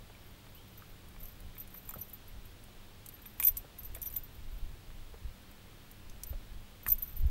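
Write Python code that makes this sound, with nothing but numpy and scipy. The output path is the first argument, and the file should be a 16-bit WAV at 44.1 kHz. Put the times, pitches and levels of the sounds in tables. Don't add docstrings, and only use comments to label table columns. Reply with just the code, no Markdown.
import sys
import numpy as np
from scipy.fft import rfft, irfft, next_fast_len
from scipy.io import wavfile
from scipy.ndimage import uniform_filter1d, map_coordinates

SR = 44100
rng = np.random.default_rng(int(sys.argv[2]) if len(sys.argv) > 2 else 0)


def wav_out(sig):
    wavfile.write(sys.argv[1], SR, np.round(np.clip(np.atleast_2d(sig).T, -1, 1) * 32767).astype(np.int16))


N = 321930
TIME = np.arange(N) / SR

# start in seconds, length in seconds, level in dB.
WIND_GUSTS = [(1.12, 0.39, -47), (2.33, 0.15, -46), (3.46, 0.12, -43.5), (3.83, 0.37, -46),
              (4.37, 0.34, -42), (4.88, 0.41, -47), (6.02, 0.55, -46), (6.88, 0.46, -43),
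              (7.23, 0.13, -25.5)]
# frequency in Hz, noise density in dB.
WIND_SPECTRUM = [(8, -5.5), (22, 6), (45, -5), (70, -7), (120, -19), (250, -42.5), (600, -55), (2000, -120)]
# time in seconds, pitch in Hz, level in dB.
HUM_PATH = [(0, 184.4, -67.5), (1.699, 185.8, -64.5), (2.2, 200.3, -70), (7.3, 203.4, -68.5)]
# frequency in Hz, noise density in dB.
HISS_SPECTRUM = [(30, -7.5), (100, -1.5), (140, -4), (200, -9), (270, -9.5), (450, -13), (900, -17),
                 (2000, -19.5), (3500, -19), (6200, -27.5), (10000, -29), (14500, -29), (15700, -33),
                 (16200, -56)]
# frequency in Hz, level in dB.
CAMERA_TONES = [(100, -64.5), (14174, -80), (14223, -78), (15624, -76)]
# start in seconds, level in dB, starting pitch in Hz.
WATER_LAPS = [(0.097, -52, 406), (1.958, -49.5, 576), (2.683, -58, 312), (3.644, -52, 447),
              (3.962, -53.5, 638), (5.14, -50.5, 437), (6.329, -48, 521)]
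# frequency in Hz, noise density in dB.
WASH_SPECTRUM = [(100, -25), (350, -7.5), (650, -8), (1200, -18.5), (4000, -30), (12000, -120)]
# start in seconds, level in dB, favoured Hz, spread in octaves.
TACKLE_KNOCKS = [(0.151, -48, 2600, 0.12), (0.467, -48, 1500, 1.2), (0.821, -43, 1400, 0.21),
                 (1.163, -47.5, 1380, 0.9), (1.567, -45.5, 2040, 0.8), (1.747, -46, 1610, 0.58),
                 (1.892, -43.5, 1290, 1.1), (1.911, -43.5, 1050, 0.65), (1.939, -37.5, 1270, 0.09),
                 (3.256, -43.5, 2480, 1.3), (3.3997, -31, 1690, 1.1), (3.427, -29, 2600, 0.22),
                 (3.481, -40, 3330, 0.7), (3.951, -43, 2270, 1.1), (3.971, -46, 1840, 0.13),
                 (4.031, -48, 3000, 0.6), (4.058, -47, 3300, 0.5), (4.162, -47.5, 3380, 0.63),
                 (4.904, -50, 1750, 0.25), (6.098, -46.5, 6200, 0.2), (6.235, -38.5, 6200, 0.11),
                 (6.8645, -28, 1730, 0.21), (6.876, -36.5, 1270, 0.14)]
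# frequency in Hz, bandwidth in Hz, level in dB.
TACKLE_MODES = [(960, 290, 6), (1270, 116, 7), (1510, 240, 3.5), (1740, 560, 3.5), (2140, 240, 5.5),
                (2400, 134, 8.5), (3400, 190, 4.5), (3680, 130, 4.5), (6200, 760, -13)]
# start in seconds, length in seconds, level in dB.
LURE_SHAKES = [(0.2, 0.85, -62), (1.17, 0.14, -50), (1.57, 0.5, -52), (3.1, 0.41, -55), (3.96, 0.14, -45),
               (4.27, 0.32, -64), (6.89, 0.36, -48.5)]
# frequency in Hz, level in dB.
BLADE_MODES = [(13550, -11), (13700, -2.5), (13900, -22)]
# frequency in Hz, level in dB.
HOOK_MODES = [(5800, -25), (5950, -24), (6150, -29), (6330, -26), (12460, -12), (12600, -18), (12920, -10),
              (13060, -1.5), (13150, -22), (13297, -19), (13390, -14)]
# frequency in Hz, noise density in dB.
CLICK_SPECTRUM = [(1000, -23), (3500, -12.5), (5200, -13.5), (6000, -11), (8000, -2), (11000, 2),
                  (14500, 3.5), (15500, -4), (17000, -43)]
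# start in seconds, then blade, hook and click levels in dB.
LURE_STRIKES = [(0.5483, -51, -53, -61), (0.776, -46, -46, -62), (1.23, -46, -35.5, -60),
                (1.255, -50, -44, -45.5), (1.5804, -43, -42, -50), (1.6, -35, -38, -51),
                (1.74, -42, -43, -60), (1.772, -45, -39, -65), (1.8914, -36, -43, -36.5),
                (1.9384, -42, -45, -43), (1.988, -52, -37, -62), (2.0116, -35, -28, -61),
                (2.132, -37, -45, -51), (2.2782, -56, -46, -57), (2.453, -57, -53, -57),
                (3.138, -54, -40, -65), (3.2597, -48, -36, -53), (3.3995, -24, -50, -26.5),
                (3.4263, -39, -44, -29), (3.436, -23, -29, -26), (3.4475, -12, -16, -32),
                (3.4686, -9, -16, -29), (3.482, -14, -17, -28), (3.5705, -45, -24, -35),
                (3.578, -39, -35, -41), (3.7864, -47, -30.5, -49), (3.833, -56, -41, -48),
                (3.849, -38, -35, -49), (3.9492, -48, -48, -38), (4.0173, -48, -31, -37),
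                (4.028, -46, -28, -40), (4.059, -45, -26, -40), (4.0684, -34, -25.5, -56),
                (4.137, -36, -33, -60), (4.1628, -34, -20, -36.5), (4.166, -24, -36, -43),
                (4.233, -41, -52, -68), (6.2668, -41, -40, -64), (6.2937, -41, -46, -59),
                (6.8306, -48, -46, -61), (6.866, -40, -35, -39), (6.881, -31, -20, -42),
                (6.887, -28, -25, -27.5), (6.901, -20, -25, -33), (6.9186, -10, -24, -42),
                (6.983, -41, -34, -49), (7.023, -23, -28, -45.5), (7.075, -42, -41, -56),
                (7.166, -37, -36.5, -67)]
# start in seconds, level in dB.
LINE_TAPS = [(1.0854, -47), (1.4036, -43), (1.6761, -43), (2.0976, -42), (2.6391, -45), (3.0615, -34),
             (3.088, -32), (3.9834, -46), (4.101, -38), (4.1264, -38), (5.5138, -47), (5.9135, -40),
             (6.097, -47), (6.2351, -27), (6.955, -44)]
# start in seconds, level in dB, pitch in Hz.
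HULL_BUMPS = [(1.966, -31, 139), (1.99, -35.5, 94), (4.526, -30, 40), (4.624, -31, 26.8),
              (5.247, -28.5, 51.6), (6.305, -27, 62), (6.342, -29, 31.3), (6.514, -37.5, 43.8),
              (6.883, -32, 97), (7.193, -25.5, 27), (7.25, -14.5, 51)]

RING_T60_S, LIGHT_DB, HALVING_DB = 0.09, -43, 41
GLANCE_RISE_S, STRIKE_RISE_S = 0.002, 0.00042


def amp(db):
    return 10 ** (np.asarray(db) / 20)


def unit(x):
    return x / np.sqrt(np.mean(x ** 2) + 1e-20)


def wobble(rate):
    return map_coordinates(rng.standard_normal(int(N * rate / SR) + 4), [TIME * rate])


def filtered(x, response):
    size = next_fast_len(len(x) + 8192)
    return irfft(rfft(x, size) * response(np.fft.rfftfreq(size, 1 / SR)), size)[:len(x)]


def curve_db(spectrum, f):
    hz, db = np.transpose(spectrum)
    return np.interp(np.log(f + 1), np.log(hz), db)


def noise(spectrum):
    return unit(filtered(rng.standard_normal(N), lambda f: amp(curve_db(spectrum, f))))


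def add(track, s, sound):
    part = track[max(round(s * SR), 0):][:len(sound)]
    part += sound[:len(part)]


def swells(rows, attack_s, release_s, rest_db):
    power = amp(rest_db) ** 2
    for s, length, db in rows:
        fade = np.maximum(s - TIME, 0) / attack_s + np.maximum(TIME - s - length, 0) / release_s
        power = power + (amp(db) * np.exp(-fade)) ** 2
    return np.sqrt(power)


def breeze(level_db=-1, lumps_db=2):
    strength = swells(WIND_GUSTS, attack_s=0.034, release_s=0.055, rest_db=-54.5)
    rumble = unit(noise(WIND_SPECTRUM) * amp(lumps_db * wobble(15)))
    return amp(level_db) * strength * rumble


def low_hum(waver_hz=7, flutter_db=2):
    s, hz, db = np.transpose(HUM_PATH)
    pitch = np.interp(TIME, s, hz) + waver_hz * wobble(30)
    level = amp(np.interp(TIME, s, db) + flutter_db * wobble(14))
    return level * np.sqrt(2) * np.sin(2 * np.pi * np.cumsum(pitch) / SR)


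def camera_noise(hiss_db=-57, waver_rad=1.0):
    tones = sum(amp(db) * np.sqrt(2) * np.sin(2 * np.pi * hz * TIME + waver_rad * wobble(20))
                for hz, db in CAMERA_TONES)
    return amp(hiss_db) * noise(HISS_SPECTRUM) + tones


def water_laps(level_db=1, t60=0.076, glide=3, splash=0.77):
    plops, wash = np.zeros(N), np.zeros(N)
    t = np.arange(SR // 8) / SR
    for s, db, hz in WATER_LAPS:
        envelope = amp(db + level_db - 60 * t / t60) * (1 - np.exp(-t / 0.0005))
        add(plops, s, envelope * np.sin(2 * np.pi * hz * t * (1 + glide * t)))
        add(wash, s, splash * envelope)
    return plops + wash * noise(WASH_SPECTRUM)


def tackle_body(f, favoured_hz, octaves):
    response = 0
    for k, (hz, width, db) in enumerate(TACKLE_MODES):
        favour = 1 / (1 + (np.log2(hz / favoured_hz) / octaves) ** 2)
        resonance = hz * width / (hz * hz - f * f + 1j * f * width)
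        response += (-1) ** k * favour * amp(db) * resonance
    return response * 1j * f / (500 + 1j * f)


def tackle_clacks(level_db=-6, scrape=0.047, scrape_t60=0.056):
    track = np.zeros(N)
    t = np.arange(SR // 10) / SR
    for s, db, favoured_hz, octaves in TACKLE_KNOCKS:
        force = (t == 0) + scrape * rng.standard_normal(len(t)) * amp(-60 * t / scrape_t60)
        clack = filtered(force, lambda f: tackle_body(f, favoured_hz, octaves))
        clack *= np.sqrt(0.003 * SR) / np.linalg.norm(clack)
        add(track, s, amp(db + level_db) * clack)
    return track


def metal_ring(modes, t, scatter_db, wander):
    hz, db = np.transpose(modes)
    gain = amp(db + scatter_db * rng.standard_normal(len(hz)))
    phase = rng.uniform(0, 2 * np.pi, (len(hz), 1))
    drift = wander * np.cumsum(rng.standard_normal((len(hz), len(t))), axis=1) / np.sqrt(SR)
    return gain / np.linalg.norm(gain) @ np.sin(2 * np.pi * hz[:, None] * t + phase + drift)


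def lure_ring(t, blade_gain, hooks_gain):
    blade = metal_ring(BLADE_MODES, t, scatter_db=2, wander=3)
    hooks = metal_ring(HOOK_MODES, t, scatter_db=3.5, wander=7)
    return blade_gain * blade + hooks_gain * hooks


def lure_jingle(per_second=45, level_db=2, spread_db=4, hooks_db=-8,
                tick_db=-14, tick_t60=0.032, t60=0.063, rise_s=0.0032):
    metal, contact = np.zeros(N), np.zeros(N)
    t = np.arange(SR // 12) / SR
    envelope = amp(-60 * t / t60) * (1 - np.exp(-t / rise_s))
    shake = swells(LURE_SHAKES, attack_s=0.02, release_s=0.031, rest_db=-76)
    for s in np.sort(rng.uniform(0, N / SR, int(per_second * N / SR))):
        strength = shake[int(s * SR)] * amp(level_db + spread_db * np.clip(rng.normal(), -2, 1.5))
        add(metal, s, strength * envelope * lure_ring(t, 1, amp(hooks_db)))
        add(contact, s, strength * amp(tick_db - 60 * t / tick_t60))
    return metal + contact * noise(CLICK_SPECTRUM)


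def bird_chirp(level_db=-62, start_s=0.545, length_s=0.085):
    progress = np.clip((TIME - start_s) / length_s, 0, 1)
    pitch = 2700 + 800 * progress
    envelope = amp(level_db + 1.6 * wobble(86)) * np.sin(np.pi * progress)
    return envelope * np.sin(2 * np.pi * np.cumsum(pitch) / SR)


def contact_click(force, colour_db=4.5):
    ripple_db = colour_db * rng.standard_normal(SR // 900)
    ripple_hz = np.linspace(0, SR / 2, len(ripple_db))
    colour = lambda f: amp(curve_db(CLICK_SPECTRUM, f) + np.interp(f, ripple_hz, ripple_db))
    burst = force * filtered(rng.standard_normal(len(force)), colour)
    return burst * np.linalg.norm(force) / np.linalg.norm(burst)


def lure_clinks(hooks_trim_db=-4, click_t60=0.015, chatter_db=-14, chatter_t60=0.11,
                choke_t60=0.015, slide_db=-17, slide_t60=0.023):
    track = np.zeros(N)
    t = np.arange(SR // 5) / SR
    gaps = np.diff([row[0] for row in LURE_STRIKES], append=N / SR)
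    for (s, blade_db, hooks_db, click_db), gap in zip(LURE_STRIKES, gaps):
        ring_db = max(blade_db, hooks_db)
        t60 = RING_T60_S * 2 ** ((LIGHT_DB - ring_db) / HALVING_DB)
        rise_s = np.interp(click_db - ring_db, [-20, -5], [GLANCE_RISE_S, STRIKE_RISE_S])
        choke = amp(-60 * np.maximum(t - gap, 0) / choke_t60)
        envelope = amp(-60 * t / t60) * (1 - np.exp(-t / rise_s)) * choke
        hooks_gain = amp(hooks_db + hooks_trim_db)
        add(track, s, envelope * lure_ring(t, amp(blade_db), hooks_gain))
        roughness = unit(uniform_filter1d(rng.standard_normal(len(t)), size=60))
        bounces = unit(amp(10.4 * roughness))
        force = amp(-60 * t / click_t60) + bounces * amp(chatter_db - 60 * t / chatter_t60)
        add(track, s, amp(click_db) * contact_click(force))
        slide = hooks_gain * amp(slide_db - 60 * t[::-1] / slide_t60)
        add(track, s - t[-1], contact_click(slide))
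    return track


def line_taps(level_db=-8, t60=0.032):
    track = np.zeros(N)
    t = np.arange(SR // 10) / SR
    for s, db in LINE_TAPS:
        add(track, s, contact_click(amp(db + level_db - 60 * t / t60)))
    return track


def hull_bumps(level_db=5, t60_cycles=4.5, attack_s=0.007):
    track = np.zeros(N)
    t = np.arange(SR // 4) / SR
    for s, db, hz in HULL_BUMPS:
        envelope = amp(db + level_db - 60 * t * hz / t60_cycles) * (1 - np.exp(-t / attack_s))
        add(track, s, envelope * np.sin(2 * np.pi * hz * t))
    return track


def scene():
    tackle = lure_clinks() + line_taps() + lure_jingle() + tackle_clacks()
    boat = water_laps() + hull_bumps()
    ambience = breeze() + bird_chirp() + low_hum() + camera_noise()
    return (tackle + boat + ambience)[None]


def record(dry):
    top_hz = 16200
    high_cut = lambda hz: 1 / np.sqrt(1 + (hz / top_hz) ** 160)
    return np.array([filtered(channel, high_cut) for channel in dry])


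dry = scene()
out = record(dry)
wav_out(out)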